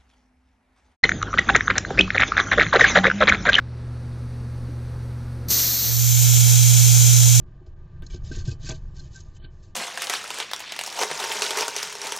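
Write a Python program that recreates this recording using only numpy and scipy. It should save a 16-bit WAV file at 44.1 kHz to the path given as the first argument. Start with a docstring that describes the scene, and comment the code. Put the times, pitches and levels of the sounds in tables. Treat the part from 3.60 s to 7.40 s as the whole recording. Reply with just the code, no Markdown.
"""In a workshop, a milling machine idles: mains hum, a spindle tone beating against it, and rushing noise.
A valve opens with a soft thump and a coolant mist nozzle hisses, first thin and nearly centred.
Soon the sound opens out: the hiss turns wide and fuller, and the mains hum swells, mostly on the right.
Hisses and rush are noise shaped over frequency; hums, tones and thumps are sine waves."""
import sys
import numpy as np
from scipy.fft import rfft, irfft
from scipy.io import wavfile

SR = 44100
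rng = np.random.default_rng(int(sys.argv[2]) if len(sys.argv) > 2 else 0)


def store_wav(level_fs):
    """Save 16-bit WAV to argv[1]."""
    pcm = np.round(np.clip(np.atleast_2d(level_fs), -1, 1) * 32767)
    wavfile.write(sys.argv[1], SR, pcm.T.astype(np.int16))


N = 167580   # length in samples
T = np.arange(N) / SR   # time in seconds
FREQS = np.maximum(np.arange(N // 2 + 1) * SR / N, 1)   # Hz, kept above 0 for the logarithm

CRACK_S, OPEN_S = 1.883, 1.901   # the valve leaks, then opens fully
WIDEN_S, WIDEN_TIME_S = 2.25, 0.26   # when the sound opens out, and its time constant
MAINS_HZ = 119.95
ECHO_COUNT, ECHO_SPAN_S, ECHO_SHARE = 30, 0.018, 0.24   # reflections off the table and the machine


def from_db(db):
    """Turn decibels into a gain."""
    return 10 ** (np.asarray(db) / 20)


def at_hz(table, hz, axis=1):
    """Read one column of a table, joining its rows by straight lines over log frequency."""
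    table = np.array(table)
    return np.interp(np.log(hz), np.log(table[:, 0]), table[:, axis])


def drift(rate):
    """Slow random motion of spread 1, mostly slower than the rate in Hz."""
    slow = irfft(rfft(rng.standard_normal(N)) / (1 + (FREQS / rate) ** 2), N)
    return slow / slow.std()


def noise(db):
    """Spectrum of random noise with the given density in dB per Hz."""
    return rfft(rng.standard_normal(N)) * from_db(db) * np.sqrt(SR / 2)


def ramp(start, length):
    """Rise in a straight line from 0 to 1."""
    return np.clip((T - start) / length, 0, 1)


def dying(start, time_constant):
    """Stay at 1 until the start, then fall exponentially."""
    return np.exp(-np.maximum(T - start, 0) / time_constant)


def reflections():
    """Response of the direct path plus short random echoes from nearby surfaces, scaled to about power 1."""
    draws = rng.random((ECHO_COUNT, 2))
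    delays = (draws[:, 0] + 1 / 20) * ECHO_SPAN_S
    echoes = np.zeros(N)
    echoes[(delays * SR).astype(int)] = draws[:, 1] - 0.5
    echo_response = rfft(echoes) / np.linalg.norm(echoes)
    return (1 + ECHO_SHARE * echo_response) / np.sqrt(1 + ECHO_SHARE ** 2)


LEAK_DB, VALVE_RISE_S = -10.5, 0.003
# the first hiss starts louder, holds, then sinks
LOUDER_DB, LOUD_HOLD_S, LOUD_DECAY_S, SETTLED_DB = 6.5, 0.084, 0.23, -4.5
THIN_END_S, THIN_FADE_S = 2.3, 0.29   # the early hiss starts to fade, with this time constant
# the top of the early hiss: a little wider, sinking evenly from its level at the opening
SIZZLE_HZ, SIZZLE_DB, SIZZLE_SAG_DB_PER_S, SIZZLE_SIDE = 11300, 2.5, 10, 0.45
PUFF_DB, PUFF_HZ, PUFF_DECAY_S = -66, 380, 0.06   # gust of first air: dB per Hz, upper edge, time constant
# Tone colour of the early hiss, before valve and loudness act on it.
# Each row: frequency in Hz, noise level in dB per Hz.
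THIN_HISS_COLOUR = [(400, -71), (900, -77.5), (1800, -72.5), (3000, -72.5), (3600, -67), (4250, -58.5),
                    (4900, -63.5), (6250, -56), (6900, -63.5), (7300, -63), (8000, -69.8), (8500, -67),
                    (10000, -73), (11200, -77), (12100, -60.5), (13300, -57.5), (15200, -63)]


def thin_hiss():
    """The jet leaks, starts loud with a low puff, then settles and gives way to the wide hiss."""
    valve = from_db(LEAK_DB) * ramp(CRACK_S, VALVE_RISE_S)
    valve = valve + (1 - valve) * ramp(OPEN_S, VALVE_RISE_S)
    loudness = from_db(SETTLED_DB + LOUDER_DB * dying(OPEN_S + LOUD_HOLD_S, LOUD_DECAY_S))

    colour_db = at_hz(THIN_HISS_COLOUR, FREQS)
    mid = noise(colour_db) * reflections()
    side = noise(colour_db) * reflections()
    top = FREQS > SIZZLE_HZ
    body = irfft(mid * ~top, N) * loudness * dying(THIN_END_S, THIN_FADE_S)

    # the side noise is added on the left and subtracted on the right
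    left_right = mid + SIZZLE_SIDE * side * [[1], [-1]]
    sizzle_gain = from_db(SIZZLE_DB - SIZZLE_SAG_DB_PER_S * (T - OPEN_S))
    sizzle = irfft(top * left_right, N) * sizzle_gain

    puff = irfft(noise(PUFF_DB) / (1 + (FREQS / PUFF_HZ) ** 4), N) * dying(OPEN_S, PUFF_DECAY_S)
    return valve * (body + sizzle + puff)


WIDE_DB = 0.84   # extra level of the whole wide hiss
# Basic tone colour of the wide hiss on each side, before resonances and extra level.
# Each row: frequency in Hz, left level in dB per Hz, right level in dB per Hz.
WIDE_HISS_COLOUR = [(190, -71.5, -62), (440, -70, -79), (1110, -75.5, -76), (1470, -72, -69),
                    (1870, -70.5, -76.5), (2250, -66.5, -66.5), (3500, -65.5, -65.5), (4500, -66.5, -65.5),
                    (5220, -64, -66.5), (5570, -55.5, -56.5), (6730, -51.5, -58.5), (7700, -59, -60),
                    (8700, -68, -60), (10200, -69, -60.5), (11300, -70.5, -66.5), (13400, -64.5, -64.5),
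                    (15100, -70, -73)]
# Resonances of the wide hiss, and two notches where the change is negative.
# Each row: centre in Hz, width in Hz, change in dB.
HISS_RESONANCES = [(430, 70, 3.5), (730, 104, 8.5), (860, 55, 5), (1920, 86, -5), (2760, 130, -3.5),
                   (3238, 200, 6), (3957, 270, 6.5), (4830, 160, 6.5), (6390, 130, 3), (6810, 150, 3),
                   (7450, 190, 6.5), (8280, 130, 3.5)]
# How alike left and right are: 1 is the same, 0 unrelated, below 0 partly opposite.
# Each row: frequency in Hz, correlation (no unit).
LEFT_RIGHT_LIKENESS = [(250, -0.46), (1000, -0.2), (1800, 0.34), (2300, 0.82), (3000, 1), (4700, 1),
                       (5500, 0.76), (6800, 0.63), (7400, .15), (9300, -0.32), (11500, 0.63), (12400, 0.5),
                       (13500, 0.99)]


def wide_hiss():
    """The steady jet, coloured by resonances and differently on each side."""
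    peaks_db = 0
    for hz, width, db in HISS_RESONANCES:
        peaks_db = peaks_db + db / (1 + (2 * (FREQS - hz) / width) ** 2)

    # shared and opposite parts, mixed to give the wanted likeness
    alike = np.clip(at_hz(LEFT_RIGHT_LIKENESS, FREQS), -1, 1)
    mid = noise(peaks_db) * reflections() * np.sqrt((1 + alike) / 2)
    side = noise(peaks_db) * reflections() * np.sqrt((1 - alike) / 2)
    left = (mid + side) * from_db(at_hz(WIDE_HISS_COLOUR, FREQS))
    right = (mid - side) * from_db(at_hz(WIDE_HISS_COLOUR, FREQS, axis=2))

    low_cut = FREQS ** 2 / (FREQS ** 2 + 50 ** 2)
    hiss = irfft(np.array([left, right]) * low_cut, N)
    return hiss * from_db(WIDE_DB) * (1 - dying(WIDEN_S, WIDEN_TIME_S))


JET_FLUTTER_DB, JET_FLUTTER_HZ = 0.6, 44   # spread and rate of the level flutter


def spray():
    """Both hisses share one flutter, since they are the same jet."""
    flutter = from_db(JET_FLUTTER_DB * drift(JET_FLUTTER_HZ))
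    return (thin_hiss() + wide_hiss()) * flutter


THUMP_RISE_S = 0.006
# Soft thumps, the last two from the valve.
# Each row: start in seconds, pitch in Hz, level in dB before rise and decay, time to decay 60 dB in seconds.
SOFT_THUMPS = [(1.083, 287, -31.5, 0.124), (1.879, 117, -18, 0.066), (1.921, 95, -18, .05)]


def thumps():
    """Each thump is one low, softly struck, quickly damped vibration."""
    out = np.zeros(N)
    for start, hz, db, decay_60_db in SOFT_THUMPS:
        age = np.maximum(T - start, 0)
        decay = np.exp(-np.log(1000) * age / decay_60_db)   # a factor of 1000 is 60 dB
        out += from_db(db) * ramp(start, THUMP_RISE_S) * decay * np.sin(2 * np.pi * hz * age)
    return out


SWELL_LEFT_DB, SWELL_RIGHT_DB = -22, -9.4   # rms once fully swollen
SWELL_S, SWELL_TIME_S = 2.23, 0.27   # start and time constant
SWELL_DELAY_RAD, SWELL_LAG_RAD = 1.19, 2.5   # right trails the idle hum, left trails the right


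def swelling_hum():
    """The mains hum grows pure and strong on the right, weaker and nearly opposite in phase on the left."""
    phase = 2 * np.pi * MAINS_HZ * T - SWELL_DELAY_RAD
    left = from_db(SWELL_LEFT_DB + 0.43 * drift(9)) * np.sin(phase - SWELL_LAG_RAD)
    right = from_db(SWELL_RIGHT_DB + 0.074 * drift(8.7)) * np.sin(phase)
    return np.sqrt(2) * np.array([left, right]) * (1 - dying(SWELL_S, SWELL_TIME_S))


# How the machine fades in, the treble starting furthest down.
# Each row: frequency in Hz, dB missing at the start, time constant in seconds.
OPENING_FADE = [(100, 3, .3), (1500, 1.5, 0.18), (4540, 1.5, 0.22), (7000, 9, 0.2), (10000, 14, 0.18),
                (14000, 26, .48)]


def fade_in(hz):
    """Gain of the opening fade at one frequency, over time."""
    missing_db = at_hz(OPENING_FADE, hz) * dying(0, at_hz(OPENING_FADE, hz, axis=2))
    return from_db(-missing_db)


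MAINS_DB, MAINS_WOBBLE_DB = -31.5, 0.1   # rms level and wobble, before fade and dip
# Tones of the spindle drive, before fade and dip.
# Each row: pitch in Hz, rms level in dB, level wobble in dB, pitch wander in Hz.
SPINDLE_TONES = [(75.2, -37.5, 0.5, 0.35), (150.1, -52, 2.5, 1.4), (227, -56, 2.5, 4),
                 (241.7, -49.5, 2.5, 2.01), (498, -61.5, 2, 16)]


def machine_tones():
    """Steady mains hum, plus spindle tones that waver in level and pitch and so beat against it."""
    mains_gain = from_db(MAINS_DB + MAINS_WOBBLE_DB * drift(8)) * fade_in(MAINS_HZ)
    out = np.sqrt(2) * mains_gain * np.sin(2 * np.pi * MAINS_HZ * T)
    for hz, db, wobble_db, wander in SPINDLE_TONES:
        phase = 2 * np.pi * np.cumsum(hz + wander * drift(4.33)) / SR
        gain = from_db(db + wobble_db * drift(9.5)) * fade_in(hz)
        out += np.sqrt(2) * gain * np.sin(phase)
    return out


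DRIVE_DB, DRIVE_RISE_DB_PER_S, DRIVE_FLUTTER_DB = 0.36, 0.74, 0.4   # extra level, slow rise, flutter
# Rush of the drive and bearings, before extra level, rise, fade and dip.
# Each row: frequency in Hz, noise level in dB per Hz.
DRIVE_RUSH = [(20, -58), (60, -66.5), (150, -64.5), (280, -73), (500, -76.3), (700, -82.7), (1350, -83.5),
              (2200, -91), (3200, -98.2), (4400, -92.5), (5200, -98), (5900, -96.5), (7200, -105.9),
              (8800, -99.1), (11300, -106.2), (13500, -107.5), (15200, -116.6)]


def drive_rush():
    """Noise of the running drive, cut into bands that each fade in and flutter on their own."""
    rush = noise(at_hz(DRIVE_RUSH, FREQS) + DRIVE_DB) * reflections()
    rise_db = DRIVE_RISE_DB_PER_S * (np.minimum(T, CRACK_S) - 1.2)   # rises until the valve leaks
    edges = np.geomspace(16, 16384, 21)   # band edges in Hz, two bands per octave
    out = np.zeros(N)
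    for low, high in zip(edges, edges[1:]):
        band = irfft(rush * (FREQS >= low) * (FREQS < high), N)
        flutter_db = DRIVE_FLUTTER_DB * drift(15)
        out += band * fade_in(np.sqrt(low * high)) * from_db(rise_db + flutter_db)
    return out


MACHINE_DIP_DB = 4.5   # the machine is quieter once the spray runs
MACHINE_STAYS = 0.43   # share of the centred machine that remains under the wide hiss


def machine():
    """Tones and rush together, dipping as the valve opens and receding as the sound opens out."""
    dip = from_db(-MACHINE_DIP_DB * ramp(OPEN_S, 0.029))
    centred = dying(WIDEN_S, WIDEN_TIME_S)
    return (machine_tones() + drive_rush()) * dip * (centred + MACHINE_STAYS * (1 - centred))


def scene():
    """The centred machine recedes as the wide hiss and hum take over."""
    return spray() + thumps() + swelling_hum() + machine()


CUTOFF_HZ = 15250


def record(dry):
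    """Cut the very top steeply, padding with silence so that the filter does not wrap around."""
    hz = np.arange(N + 1) * SR / (2 * N)
    hz = np.minimum(hz, 1.2 * CUTOFF_HZ)   # keeps the high power below from overflowing
    cut = 1 / np.sqrt(1 + (hz / CUTOFF_HZ) ** 700)
    return irfft(rfft(dry, 2 * N) * cut, 2 * N)[:, :N]


dry = scene()
out = record(dry)
store_wav(out)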